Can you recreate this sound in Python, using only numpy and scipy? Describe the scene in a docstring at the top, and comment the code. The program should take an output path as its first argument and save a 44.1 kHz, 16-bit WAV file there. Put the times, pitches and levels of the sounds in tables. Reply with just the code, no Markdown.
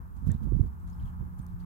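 """A rocky, icy lakeshore in wind, heard at a microphone with a left and a right port.
A gust buffets mostly the right port, with low thumps and ragged rasps, then sinks to light puffs: shaped noise.
Ripples lap the rocks: fizz built from tiny ringing pops, ticks from noise snaps, drips from short tones.
Behind them lie a far wash of noise and a low drone of two tones, probably a distant engine."""
import sys
import numpy as np
from scipy import signal
from scipy.fft import rfft, irfft
from scipy.io import wavfile
from scipy.ndimage import uniform_filter1d

SR = 44100
rng = np.random.default_rng(int(sys.argv[2]) if len(sys.argv) > 2 else 0)


def inscribe(sig):
    """Save sig as 16-bit PCM at rate SR to the path in sys.argv[1].

    A 1-D sig is mono; a 2-D sig holds one channel per row.
    Samples are clipped to [-1, 1] before scaling.
    """
    pcm = np.round(np.clip(np.atleast_2d(sig).T, -1, 1) * 32767)
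    wavfile.write(sys.argv[1], SR, pcm.astype(np.int16))


N = 72765  # samples in the scene
T = np.arange(N) / SR
HZ = np.fft.rfftfreq(N, 1 / SR)


def amp(db):
    """Decibels to gain."""
    return 10 ** (np.asarray(db) / 20)


def evened(x):
    """Scales to unit rms."""
    return x / np.sqrt(np.mean(x ** 2) + 1e-30)


def curve(points):
    """Joins (time [s], value) points over the whole scene."""
    return np.interp(T, *np.transpose(points))


def read(points, hz):
    """Joins (frequency [Hz], value) points on a log axis."""
    f, value = np.transpose(points)
    return np.interp(np.log(hz + 1), np.log(f), value)


def noise(spectrum):
    """Unit noise with the given spectrum."""
    white = rfft(rng.standard_normal(N))
    return evened(irfft(white * amp(read(spectrum, HZ)), N))


def drift(rate_hz):
    """Slow random wander of unit rms, up to about the given rate."""
    white = rfft(rng.standard_normal(N))
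    slow = np.exp(-(HZ / rate_hz) ** 2) * (HZ > 0)
    return evened(irfft(white * slow, N))


def panned(x, pan_db):
    """Shares a sound between the ports, left over right in dB, keeping its power."""
    gains = amp([[pan_db / 2], [-pan_db / 2]])
    return x * gains / np.linalg.norm(gains)


def add(mix, s, sound):
    """Mixes a stereo sound in at a time."""
    start = max(round(s * SR), 0)
    part = mix[:, start:][:, :sound.shape[1]]
    part += sound[:, :part.shape[1]]


def hiss():
    """The microphone's own noise, independent at each port and stronger on the left."""
    # hiss colour at each port: (frequency [Hz], relative level [dB])
    left_colour = [(500, -6), (3000, -16), (6000, -9), (10000, -7), (13000, 0.5), (16000, -1.5)]
    right_colour = [(500, 13.5), (3000, 11), (6000, -0.5), (10000, 2.5), (13000, 7), (16000, 0)]
    left_db, right_db = -69.5, -79.5
    return np.array([amp(left_db) * noise(left_colour), amp(right_db) * noise(right_colour)])


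def drone():
    """Two low tones from far away, wavering together in pitch and level."""
    # loudness of the distant engine: (time [s], level [dB])
    level = [(0, -61), (.6, -66.5), (.85, -50.5), (1.2, -50.5), (1.65, -45.5)]
    # its partials: (pitch [Hz], relative level [dB], left over right [dB])
    partials = [(178, 1, -3.5), (358, -26.5, -7)]
    waver_hz, waver_db = 1, 0.6  # rms; the pitch waver is that of the first partial
    bend_s = np.cumsum(waver_hz * drift(3.1)) / SR / partials[0][0]
    tones = np.zeros((2, N))
    for hz, db, pan_db in partials:
        tones += panned(amp(db) * np.sin(2 * np.pi * hz * (T + bend_s)), pan_db)
    # doubled, a 0 dB partial has unit mean power per port
    return 2 * tones * amp(curve(level) + waver_db * drift(4.3))


def wash():
    """Far, even rush, partly shared; it reaches the left port first and each port colours it differently."""
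    # loudness of the far water: (time [s], level [dB])
    level = [(0, -55), (.15, -57.5), (.25, -55), (.63, -56), (.7, -57), (.82, -57.5), (.9, -55.5),
             (.96, -56), (1.09, -52), (1.2, -54.5), (1.32, -56), (1.41, -54.5), (1.52, -57.5),
             (1.65, -54.5)]
    # its colour at each port: (frequency [Hz], relative level [dB])
    left_colour = [(100, -11), (250, 5), (400, -7), (600, -10), (720, -6), (860, 2.5), (1150, -2),
                   (1400, -3), (1700, -7), (2100, -23), (3000, -30.5), (16000, -70)]
    right_colour = [(100, 7), (250, 1), (400, -12), (600, -10.5), (720, -7), (860, 2.5), (1100, 3.5),
                    (1400, 0), (1700, -19.5), (2100, -16), (3000, -36.5), (16000, -56.5)]
    delay_s, alike = 0.00035, 0.66  # lag and likeness of the right port
    pan_db, flicker_db = -1.5, 1.1
    near, other = rfft(rng.standard_normal((2, N)))
    delayed = near * np.exp(-2j * np.pi * HZ * delay_s)
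    late = alike * delayed + np.sqrt(1 - alike ** 2) * other
    left = evened(irfft(near * amp(read(left_colour, HZ)), N))
    right = evened(irfft(late * amp(read(right_colour, HZ)), N))
    return panned(np.array([left, right]), pan_db) * amp(curve(level) + flicker_db * drift(42))


def drips():
    """Each drip is a decaying tone whose phase wanders, so that it rings a little unevenly."""
    # drips near the rocks: (time [s], level [dB], pitch [Hz], decay [s], left over right [dB])
    drops = [(0.2988, -50.5, 1810, 0.012, 3), (.311, -60.5, 3660, 0.014, -19),
             (0.899, -56, 6670, 0.002, 25), (0.929, -64.5, 5210, .009, 11), (.998, -58, 3080, 0.0041, 8),
             (1.024, -68, 3500, 0.007, 2), (1.056, -58.5, 3170, 0.0029, 3), (1.073, -64, 3010, 0.02, 11),
             (1.133, -59, 1680, 0.0058, -9), (1.416, -60.5, 8750, 0.013, 19)]
    rise_s, wander_rad = 0.00022, 1.4
    out, t = np.zeros((2, N)), np.arange(SR // 10) / SR
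    for s, db, hz, decay_s, pan_db in drops:
        ring = np.sin(2 * np.pi * hz * t + wander_rad * drift(230)[:len(t)])
        envelope = (1 - np.exp(-t / rise_s)) * np.exp(-t / decay_s)
        add(out, s, panned(amp(db) * ring * envelope, pan_db))
    return out


def nooks(x):
    """Gaps between the rocks scatter a sound into a brief, diffuse tail of decaying noise."""
    tail_db, decay_s = -3.5, 0.016
    t = np.arange(SR // 10) / SR
    tail = rng.standard_normal((2, len(t))) * np.exp(-t / decay_s)
    tail /= np.linalg.norm(tail[0])
    return x + amp(tail_db) * signal.oaconvolve(x, tail, axes=1)[:, :N]


def ticks():
    """Water ticks on ice and stone: very short bright noise snaps with a faint spray around them."""
    # sharp ticks: (time [s], level [dB], brightest frequency [Hz], decay [s], left over right [dB])
    snaps = [(0.3002, -53, 4170, .0002, 13), (0.3172, -36.5, 7750, 0.00047, 30),
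             (.878, -58, 6000, .0003, 21), (1.3864, -54, 10100, 0.00018, 14),
             (1.3919, -48.5, 12500, 0.00041, 17), (1.4659, -43, 10900, 0.00021, 26)]
    width_octaves, spray_db, spray_decay_s = 0.35, -25, 0.0035
    out, t = np.zeros((2, N)), np.arange(2048) / SR
    octave = np.log2(np.fft.rfftfreq(len(t), 1 / SR) + 1)
    for s, db, hz, decay_s, pan_db in snaps:
        shape = np.exp(-t / decay_s) + amp(spray_db) * np.exp(-t / spray_decay_s)
        colour = 1 / (1 + ((octave - np.log2(hz)) / width_octaves) ** 2)
        signs = rng.choice([-1, 1], len(t))
        # the onset is moved to the middle, as the colouring also spreads backwards
        snap = np.fft.fftshift(irfft(rfft(shape * signs) * colour))
        snap *= np.linalg.norm(shape) / np.linalg.norm(snap)
        add(out, s - len(t) / 2 / SR, panned(amp(db) * snap, pan_db))
    return out


def fizz(count=28):
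    """Each ripple swells into a dense rustle of tiny ringing bubbles, around a size of its own, and thins out."""
    # ripples at the rocks: (time [s], level [dB], fade [s], centre of its colour [Hz], left over right [dB])
    laps = [(0.166, -72.5, 0.061, 5530, 15), (.306, -64.5, 0.024, 3950, 12), (.342, -68, 0.034, 4300, 6),
            (.434, -70.5, 0.022, 3770, 1), (.8, -73, 0.046, 7200, 12), (0.876, -67.5, .06, 5440, 6),
            (.932, -74.5, 0.059, 4940, 10), (1.008, -70, 0.048, 4360, 9), (1.06, -69.5, 0.042, 6700, 16),
            (1.39, -65.5, 0.027, 5660, 13), (1.485, -74.5, 0.074, 4470, 4), (1.6, -68.5, 0.045, 4500, 7.5)]
    # colour common to all ripples: (frequency [Hz], relative level [dB])
    common_colour = [(1500, 5), (4000, -0.5), (5500, -5.5), (8000, 4), (12000, 2)]
    rise_s, width_octaves = 0.006, 0.71
    pops_per_s, spread_db, decay_cycles = 6000, 4, 10  # pops per port, over all pitches
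    out, t = np.zeros((2, N)), np.arange(SR // 50) / SR
    pitches = np.geomspace(1600, 14000, count)
    swells, colours = [], []
    for s, db, fade_s, centre_hz, pan_db in laps:
        envelope = np.exp(-np.maximum((s - T) / rise_s, (T - s) / fade_s))
        swells.append(panned(amp(db) * envelope, pan_db) ** 2)  # power
        bump = 1 / (1 + (np.log2(pitches / centre_hz) / width_octaves) ** 2)
        colours.append(evened(amp(read(common_colour, pitches)) * bump))
    for hz, shares in zip(pitches, np.transpose(colours)):
        ring = np.sin(2 * np.pi * hz * t) * np.exp(-hz * t / decay_cycles)
        struck = rng.random((2, N)) < pops_per_s / count / SR
        pops = struck * amp(spread_db * np.minimum(rng.exponential(1, (2, N)), 4))
        rustle = evened(signal.oaconvolve(pops, ring[None], axes=1)[:, :N])
        power = np.tensordot(shares ** 2, np.array(swells), 1) / count
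        out += np.sqrt(power) * rustle
    return out


def tears():
    """At the crest of a gust the air breaks into a short, ragged rasp: noise that swells and flickers."""
    # gust crests at the microphone: (time [s], level [dB], half length [s])
    crests = [(0.275, -55.5, 0.017), (0.328, -48, 0.0073), (.528, -60, 0.0074), (0.594, -54.5, 0.013)]
    # colour of the rasp: (frequency [Hz], relative level [dB])
    colour = [(150, -15), (380, 0), (600, -6), (900, -12), (2000, -32), (5000, -50), (16000, -70)]
    rough_db, pan_db = 3.5, -7
    level = sum(amp(db) * np.exp(-((T - s) / half_s) ** 2) for s, db, half_s in crests)
    rasp = [evened(noise(colour) * amp(rough_db * drift(200))) for port in range(2)]
    return panned(np.array(rasp) * level, pan_db)


def eddies():
    """An eddy passing a port sucks, then pushes: one low thump."""
    # eddies at the ports: (time [s], peak level [dB], pitch [Hz], left over right [dB])
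    thumps = [(.273, -18, 121, -40), (0.293, -13.5, 130, -37), (0.318, -18, 78, -21), (0.35, -24, 148, -25),
              (0.418, -27, 176, -22), (0.523, -21.5, 255, -33.5), (.532, -15.5, 108.6, -27),
              (.55, -17, 111, -30), (.569, -18.5, 150, -27), (.597, -18.5, 214, -33),
              (0.6128, -10, 79, -30), (.647, -21.5, 54.4, 0), (1.04, -22.5, 78, 3),
              (1.212, -23.5, 107.4, -36), (1.4, -23.5, 133, -22), (1.547, -26, 98, 28)]
    width_cycles = 0.31
    out, t = np.zeros((2, N)), np.arange(-SR // 20, SR // 20) / SR
    for s, db, hz, pan_db in thumps:
        swing = np.sin(2 * np.pi * hz * t) / np.cosh(hz * t / width_cycles)
        add(out, s + t[0], panned(amp(db) * swing / abs(swing).max(), pan_db))
    return out


def churn(spectrum):
    """Turbulent pressure: noise with its random swells largely smoothed."""
    steadiness = 0.98  # 1 divides the short-term level out fully
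    x = noise(spectrum)
    power = uniform_filter1d(abs(signal.hilbert(x)) ** 2, size=1100)  # over 25 ms
    return evened(x / power ** (steadiness / 2))


def wind():
    """Each port rumbles on its own; gusts add a higher flutter and a deep buffeting on the windward right."""
    # rumble at each port: (time [s], level [dB])
    left_level = [(0, -37), (.08, -46.5), (.18, -45.5), (.25, -38), (.33, -34.5), (.42, -41.5),
                  (.53, -37.5), (.6, -43), (.65, -33), (.76, -44), (.88, -34), (.95, -42), (1.0, -33),
                  (1.1, -39.5), (1.2, -39.5), (1.3, -42), (1.65, -42)]
    right_level = [(0, -48.5), (0.149, -40), (0.256, -32.5), (.28, -22.5), (.33, -26), (.385, -38.5),
                   (.43, -27), (.5, -31.5), (.535, -30), (.58, -28), (.615, -28), (0.659, -30),
                   (0.761, -42), (.95, -41), (1.061, -31), (1.12, -39.5), (1.23, -34.5), (1.3, -40)]
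    # flutter that gusts add at the right port: (time [s], level [dB])
    flutter_level = [(0, -53), (.2, -51.5), (.24, -36.5), (.258, -47.5), (.275, -31.5), (.315, -31),
                     (.333, -42.5), (.35, -31), (.385, -54), (.42, -38.5), (.44, -45), (.475, -28),
                     (.505, -50), (.526, -29.5), (.567, -35), (.583, -54), (.607, -26.5), (.622, -33.5),
                     (.645, -31.5), (.67, -47), (.76, -53), (1.17, -67), (1.225, -39), (1.3, -55.5)]
    # colours of rumble, flutter and deep buffeting: (frequency [Hz], relative level [dB])
    rumble_colour = [(15, -21.5), (25, -12), (36, -8), (50, 0.5), (72, 2), (100, -5.5), (140, -15.5),
                     (200, -16.5), (280, -31), (400, -53.5), (2000, -70)]
    flutter_colour = [(50, -30), (90, -12.5), (135, 7.5), (200, -2.5), (290, -11), (400, -20), (570, -30.5),
                      (900, -44), (2000, -61), (6000, -84.5), (16000, -105)]
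    buffet_colour = [(30, -12), (44, 14), (56, 13.5), (75, -15.5), (200, -69.5)]
    buffet_db = 6  # over the smoothed flutter level
    left = amp(curve(left_level)) * churn(rumble_colour)
    right = amp(curve(right_level)) * churn(rumble_colour)
    gust = amp(curve(flutter_level))
    flutter = gust * churn(flutter_colour)
    slow_gust = uniform_filter1d(gust, size=3000)  # over 68 ms
    buffet = amp(buffet_db) * slow_gust * churn(buffet_colour)
    return np.array([left, right + flutter + buffet])


def scene():
    """Wind on the ports over the water and the distance; only the drips ring in the nooks."""
    distance = drone() + wash()
    water = nooks(drips()) + ticks() + fizz()
    return distance + water + tears() + eddies() + wind()


def record(dry):
    """The microphone cuts the deepest rumble and adds hiss; then come the band limit and soft ends."""
    low_cut_hz, edge_hz, fade_s = 30.7, 16050, 0.004
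    low_cut = 1 / np.sqrt(1 + (low_cut_hz / (HZ + 1e-3)) ** 10)
    heard = irfft(rfft(dry) * low_cut, N)
    lowpass = signal.firwin(511, edge_hz, window=("kaiser", 9), fs=SR)
    ends = np.sin(np.pi / 2 * np.minimum(np.minimum(T, T[::-1]) / fade_s, 1)) ** 2
    return ends * signal.oaconvolve(heard + hiss(), lowpass[None], "same", axes=1)


dry = scene()
out = record(dry)
inscribe(out)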